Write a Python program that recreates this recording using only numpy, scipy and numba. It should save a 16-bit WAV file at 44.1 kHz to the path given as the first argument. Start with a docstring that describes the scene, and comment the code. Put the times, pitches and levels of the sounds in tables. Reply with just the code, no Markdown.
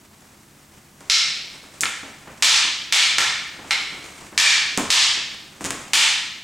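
"""Two fighters spar with wooden sticks in a large sports hall, heard in stereo from a camera a few metres away.
Ventilation and rustling clothes come first; a footfall and the first clash follow at about 1 s.
Until nearly 6 s the sticks crack and ring, while feet thud and soles slap on the sprung floor;
the heaviest step lands near 4.8 s, a flurry of feet near 5.6 s, and the rustle sinks at the end.
Each blow is noise shaped to a spectrum; the hall rings on, and the camera turns down the loud clashes."""
import sys
import numpy as np
from scipy import signal
from scipy.fft import rfft, irfft
from scipy.io import wavfile
from scipy.ndimage import uniform_filter1d, minimum_filter1d
from numba import njit

SR = 44100
rng = np.random.default_rng(int(sys.argv[2]) if len(sys.argv) > 2 else 0)


def dump_mix(stems):
    """Bounce the given channels to the path in sys.argv[1] as a 16-bit WAV at rate SR."""
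    frames = np.atleast_2d(stems).T  # one column per channel
    limited = np.clip(frames, -1, 1)  # hard clip at full scale
    pcm = np.round(limited * 32767).astype(np.int16)
    wavfile.write(sys.argv[1], SR, pcm)


N = 283563
HIT_SIZE = 8192  # length of one dry blow (samples)


def sticks(hall):
    """Wood meets wood: a crack, and the bending modes of both sticks ring briefly in the hand."""
    # clashes, and one strong early echo at 1.855 s:
    # t/s, crack level/dB, first stick's ring level/dB, second stick's ring level/dB,
    # contact point on first and on second stick (share of length), upper corner f/Hz, lower corner f/Hz,
    # hall level/dB
    clashes_and_echo = [(1.0982, -9, -8.5, -21.5, 0.055, 0.036, 6050, 1990, 1),
                        (1.834, -26, -21, -21, 0.16, 0.36, 4140, 950, -5),
                        (1.855, -23, -26.5, -32, 0.18, 0.6, 3500, 950, -5.5),
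                        (2.4237, -0.5, -19.5, -9, .39, 0.049, 7300, 930, 2.5),
                        (2.9242, -5.5, -11.5, -7.5, 0.26, 0.07, 7660, 1024, 1.5),
                        (3.183, -10.5, -15, -13.5, 0.14, .38, 7000, 537, -1),
                        (3.708, -26, -17, -22, 0.483, 0.257, 8550, 850, 1),
                        (4.3771, -1, -28, -5, .06, 0.34, 7060, 990, 2),
                        (4.903, -0.5, -15, -11.5, 0.056, 0.23, 6760, 960, 1),
                        (5.9337, -4.5, -14.5, -8.5, .26, 0.25, 8600, 930, 2)]
    # bending modes from the third upwards: f/Hz, level/dB before the contact point weights it, t60/s
    first_stick = [(788, -12, 0.069), (1346, 3, 0.024), (2170, 4.5, 0.019), (3050, -8, 0.036),
                   (4040, 0.5, 0.0079), (5350, 3, 0.0039), (7270, -11, 0.0045)]
    second_stick = [(894, -8, 0.027), (1785, 5, 0.013), (2360, 4.5, 0.025), (2950, 4, 0.0036),
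                    (3510, -1.5, 0.011), (4500, -5, 0.0079), (6160, -15, 0.0082)]
    # spectrum of the crack of wood on wood: f/Hz, level/dB
    crack = [(100, 15), (450, -8.5), (680, -12), (880, -7), (1300, -8.5), (1550, -11.5), (2200, -2),
             (5000, 0), (6500, -1), (8000, -0.5), (10000, -5.5), (13000, -10), (16000, -15)]
    out = np.zeros((2, N))
    for s, crack_db, first_db, second_db, first_place, second_place, soft_hz, low_hz, far_db in clashes_and_echo:
        parts = [(crack_db, spectrum(crack)),
                 (first_db, ring(struck_at(first_stick, first_place))),
                 (second_db, ring(struck_at(second_stick, second_place)))]
        power = sum(undb(db) ** 2 * excite(part, low_hz, soft_hz) for db, part in parts)
        add(out, s, hall(contact(power, t60=0.018), far_db))
    return out


def struck_at(modes, place):
    """A free bar's modes as one contact point excites them: those with a node there stay nearly silent."""
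    shape = np.cos(np.pi * ((np.arange(len(modes)) + 3.5) * place + 0.25))
    weight_db = 10 * np.log10(0.04 + shape ** 2)
    return [(hz, db + weight, t60) for (hz, db, t60), weight in zip(modes, weight_db)]


def feet(hall):
    """Heel, then toe, thud on the sprung floor and set the boards ringing."""
    # firm footfalls and landings: t/s, level/dB
    firm_steps = [(1.006, -44.5), (1.823, -35), (2.03, -39), (2.272, -37.5), (2.645, -40), (3.183, -38.5),
                  (3.59, -39), (3.646, -40), (3.922, -42.5), (4.04, -43.5), (4.324, -39.5), (4.776, -21),
                  (5.17, -39.5), (5.607, -32.5), (5.645, -29.5), (5.706, -31.5), (5.937, -32)]
    # modes of the sprung wooden floor: f/Hz, level/dB, t60/s
    board_modes = [(224.3, -4, 0.28), (274, 1, 0.11), (410, -17, 0.17), (1060, -7, 0.036)]
    # spectrum of a sole's thud: f/Hz, level/dB
    thud = [(30, -22), (80, -2.5), (150, -1.5), (300, 5), (550, -1.5), (900, -1), (2000, -5.5),
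            (4000, -20.5), (16000, -49)]
    toe_delay_s, toe_db = 0.018, -9  # the ball of the foot comes down just after the heel
    # the harder a foot lands, the more the boards boom: growth in dB per dB above or below the reference step
    boom_db, reference_step_db, boom_growth = -4, -29.5, 0.3
    out = np.zeros((2, N))
    sole = excite(spectrum(thud), low_hz=50, soft_hz=6030)
    boards = ring(board_modes)
    for s, db in firm_steps + shuffles():
        board_db = boom_db + boom_growth * (db - reference_step_db)
        power = sole + undb(board_db) ** 2 * boards
        heel, toe = (contact(power, t60=0.049) for _ in range(2))
        step = heel + undb(toe_db) * later(toe, toe_delay_s)
        add(out, s, hall(undb(db) * step, far_db=-1))
    return out


def shuffles():
    """Light steps at an uneven pace, firmer when the fighters move briskly: rows of (s, dB)."""
    start_s, mean_gap_s = 1.3, 0.19
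    over_motion_db, scatter_db = -2, 0.8
    chance = rng.standard_normal((40, 2))
    times = start_s + mean_gap_s * (np.arange(len(chance)) + 0.25 * chance[:, 0])
    levels_db = motion_db(times) + over_motion_db + scatter_db * chance[:, 1]
    return list(np.column_stack([times, levels_db])[times < N / SR])


def snaps(hall):
    """Soles, cloth and wood slap or graze: a surface catches and slips in ever weaker, very short snaps."""
    # slaps and grazes: t/s, snaps in the run, first snap level/dB, fall per snap/dB,
    # lower corner f/Hz, hall level/dB
    grazes = [(1.007, 1, -48.5, 3, 3000, -1), (1.8082, 4, -20, 4.5, 5400, -3.5),
              (4.042, 1, -44, 3, 1950, 2), (4.7752, 1, -21, 5.5, 2430, -2.5), (5.609, 3, -44, 5, 4550, 6),
              (5.6428, 6, -29.5, 0.3, 1300, -5.5), (5.7062, 2, -24.5, 12, 1200, -6.5),
              (5.721, 2, -36.5, 9, 800, -2)]
    # spectrum of a snap: f/Hz, level/dB
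    snap = [(200, -4), (2000, 7.5), (4500, 1.5), (7000, 8.5), (9000, 5), (11000, -4.5), (16000, -10)]
    slip_s, slip_jitter = 0.0048, 0.35  # time between snaps, and its unevenness as a share
    out = np.zeros((2, N))
    for s, count, db, fall_db, low_hz, far_db in grazes:
        power = excite(spectrum(snap), low_hz, soft_hz=11400)
        run, delay = 0, 0
        for k in range(round(count)):
            run = run + undb(db - k * fall_db) * later(contact(power, t60=0.0027), delay)
            delay += slip_s * (1 + slip_jitter * rng.uniform(-0.91, 1))
        add(out, s, hall(run, far_db))
    return out


def clothes():
    """Cloth and shuffling shoes rustle: noise whose level follows the motion and flutters."""
    # spectrum of the rustle: f/Hz, level/dB
    rustle = [(60, -3), (250, 1.5), (500, -2.5), (1200, -2.5), (2300, -4), (4000, -10.5), (8000, -6.5),
              (11000, -19.5), (16000, -34)]
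    flutter_db = 2.2 * walk(rate=25) + 1.8 * walk(rate=160)
    return diffuse(rustle) * undb(motion_db(np.arange(N) / SR) + flutter_db)


def motion_db(s):
    """How briskly the fighters move at a time, as the level of their rustle."""
    # rise and fall of the motion: t/s, level/dB
    motion = [(0, -56), (0.55, -52.5), (0.95, -54.5), (1.3, -47), (2.9, -50), (4.05, -43), (5.4, -50),
              (5.9, -44), (6.43, -57)]
    return np.interp(s, *np.transpose(motion))


def ventilation():
    """Steady air and microphone hiss as shaped noise, with a faint fan hum of phase-wavering sines."""
    # spectrum of air and hiss: f/Hz, level/dB
    air = [(20, -41), (45, -6.5), (75, -9), (120, -2), (200, -6), (310, -2.5), (450, -16), (900, -14.5),
           (2600, -23), (5000, -21), (8300, -22.5), (11000, -23), (16000, -26)]
    # hum of the ventilation: f/Hz, level/dB
    hum_tones = [(77, -65), (148, -62.5), (204, -62)]
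    t = np.arange(N) / SR
    hum = 0
    for hz, db in hum_tones:
        phase = 2 * np.pi * hz * t + 1.33 * walk(rate=14)
        hum = hum + undb(db) * np.sqrt(2) * np.sin(phase)
    return undb(-53) * diffuse(air) + hum


def diffuse(points):
    """Noise of a given spectrum from all round, with its own stereo width in each band."""
    # width of the steady sounds: f/Hz, side minus mid level/dB
    stereo_width = [(60, -31), (110, -24), (200, -26), (380, -12.5), (700, -7), (2400, -7.5), (4400, -10.5),
                    (8100, -22), (15000, -44)]
    hz = freqs(N)
    mid, side = rfft(rng.standard_normal((2, N))) * undb(curve_db(points, hz))
    side = side * undb(curve_db(stereo_width, hz))
    pair = irfft([mid + side, mid - side], N)
    return pair / pair.std()


def make_hall(build_s, wander, spread):
    """The hall as a function of a blow: direct sound, first echoes and a decaying noise tail in each band."""
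    # reverberation: f/Hz, t60/s, level/dB, side minus mid level/dB
    hall_bands = [(100, 0.84, 5, -41), (272, 0.39, -1, -43), (475, 0.48, 2.5, -20), (920, 0.73, 3.5, -16),
                  (2073, 0.87, 3, -11.5), (3550, 0.84, 4.5, -12), (4640, 0.78, 3, -13.5),
                  (7600, 0.62, 1.5, -13.5), (9200, 0.58, 0, -51), (15000, 0.26, 2, -35)]
    # first echoes off floor, mirror wall and ceiling: delay t/s, level/dB
    first_echoes = [(.0058, -8.5), (0.0107, -9.5), (.021, -8.5), (.032, -15)]
    tail_size = 49152  # samples
    centres, t60, wet_db, side_db = np.transpose(hall_bands)
    t, hz = np.arange(tail_size) / SR, freqs(N)
    # neighbouring bands cross over on a log-frequency axis
    shares = np.array([np.interp(np.log(hz + 1), np.log(centres), row) for row in np.eye(len(hall_bands))])
    bands = irfft(rfft(rng.standard_normal((2, 1, N))) * shares, N)
    # reflections thicken at first, then die away at each band's own pace
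    fade = (1 - np.exp(-t / build_s)) * np.exp(-np.log(1000) * t / t60[:, None])
    fade *= (undb(wet_db) / np.linalg.norm(fade, axis=1))[:, None]
    side_fade = fade * undb(side_db)[:, None]

    def hall(blow, far_db):
        """Place one blow in the hall, with its own random stretch of the tail."""
        start = rng.integers(N - tail_size)
        mid_bands, side_bands = bands[:, :, start:start + tail_size]
        mid = undb(far_db) * np.einsum('bt,bt->t', mid_bands, fade)
        side = undb(far_db) * np.einsum('bt,bt->t', side_bands, side_fade)
        mid[0] += 1  # direct sound
        for delay, db in first_echoes:
            mid[int(delay * SR * (1 + wander * rng.uniform(-1, 1)))] += undb(db + far_db)
        # a blow off to one side reaches one microphone a fraction of a sample sooner
        side += spread * rng.choice([-1, 1]) * np.diff(mid, prepend=0)
        return signal.fftconvolve(np.array([mid + side, mid - side]), blow[None], axes=1)
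    return hall


def contact(power, t60):
    """A blow with this power spectrum, scattered over time as rough surfaces press together and part."""
    t = np.arange(HIT_SIZE) / SR
    envelope = np.sqrt(t) * np.exp(-np.log(1000) * t / t60)
    scatter = rfft(rng.standard_normal(HIT_SIZE) * envelope)
    # even out the scatter's own spectrum, with a floor under its dips
    ripple = np.hypot(np.abs(scatter), 0.2 * np.abs(scatter).mean())
    blow = irfft(scatter * causal(np.sqrt(power) / ripple))
    return np.sqrt(power.sum()) * unit(blow)


def ring(modes):
    """Power spectrum of decaying modes: the shorter the decay, the wider the resonance."""
    centre, db, t60 = np.transpose(modes)[:, :, None]
    hz, width = freqs(HIT_SIZE), np.log(1000) / (np.pi * t60)
    peaks = 1 / ((hz ** 2 - centre ** 2) ** 2 + (width * centre) ** 2)
    power = np.sum(undb(db) ** 2 * peaks / peaks.sum(axis=1, keepdims=True), axis=0)
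    return power / power.sum()


def excite(power, low_hz, soft_hz):
    """The share of a body's spectrum that a blow wakes: a soft one is dull, a glancing one thin."""
    hz = freqs(HIT_SIZE) + 1
    woken = power / ((1 + (hz / soft_hz) ** 6) * (1 + (low_hz / hz) ** 4))
    return woken / woken.sum()


def spectrum(points):
    """Power spectrum of (Hz, dB) points."""
    return undb(curve_db(points, freqs(HIT_SIZE))) ** 2


def causal(gain):
    """The most prompt (minimum-phase) response that has this gain per frequency."""
    cepstrum = irfft(np.log(gain + 1e-9))
    cepstrum[1:HIT_SIZE // 2] *= 2
    cepstrum[HIT_SIZE // 2 + 1:] = 0
    return np.exp(rfft(cepstrum))


def unit(x):
    """Scale a blow to the energy of 10 ms at full level."""
    return x / np.sqrt(np.sum(x ** 2) / (SR / 100))


def walk(rate):
    """Smoothed random drift about zero, with new values at this rate (Hz)."""
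    hold = int(SR / rate)
    return uniform_filter1d(np.repeat(rng.standard_normal(N // hold + 1), hold), hold)[:N]


def curve_db(points, hz):
    """A spectrum of (Hz, dB) points, read on a log-frequency axis."""
    f, db = np.transpose(points)
    return np.interp(np.log(hz + 1), np.log(f), db)


def freqs(size):
    """Frequencies (Hz) of the bins of a transform."""
    return np.fft.rfftfreq(size, 1 / SR)


def undb(db):
    """Decibels to gain."""
    return 10 ** (np.asarray(db) / 20)


def later(blow, s):
    """A blow delayed a little."""
    return np.pad(blow, (max(int(s * SR), 0), 0))[:len(blow)]


def add(out, s, sound):
    """Mix a sound in at a time."""
    i = int(s * SR)
    out[:, i:i + sound.shape[1]] += sound[:, :N - i]


def scene():
    """The sparring over the steady air of the hall."""
    hall = make_hall(build_s=0.0077, wander=0.1, spread=0.014)
    return sticks(hall) + feet(hall) + snaps(hall) + clothes() + ventilation()


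@njit
def follow(x, attack, release):
    """Follow a level up and down, each at its own rate (share of the gap per sample)."""
    y, level = np.empty(len(x)), 0.
    for i in range(len(x)):
        level += (x[i] - level) * (attack if x[i] > level else release)
        y[i] = level
    return y


def gain_control(x, threshold_db, attack_s, release_s):
    """Turn the gain down by as much as the smoothed level exceeds the threshold."""
    power = uniform_filter1d(np.mean(x ** 2, axis=0), size=96)
    excess_db = np.maximum(10 * np.log10(np.abs(power) + 1e-12) - threshold_db, 1e-9)
    cut_db = follow(excess_db, min(1 / (attack_s * SR), 1), min(1 / (release_s * SR), 1))
    return x * undb(-cut_db)


def limiter(x, ceiling):
    """Catch the peaks that slip past the gain control."""
    gain = ceiling / np.maximum(np.abs(x).max(axis=0), ceiling)
    return x * uniform_filter1d(minimum_filter1d(gain, size=33), size=33)


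def record(dry):
    """The camera rides its gain, limits the peaks and cuts the treble above 16 kHz."""
    held = gain_control(dry, threshold_db=-11.0, attack_s=0.0006, release_s=0.049)
    limited = limiter(held, ceiling=0.69)
    low_pass = signal.ellip(10, 0.2, 80, 16000, fs=SR, output="sos")
    return signal.sosfilt(low_pass, limited)


dry = scene()
out = record(dry)
dump_mix(out)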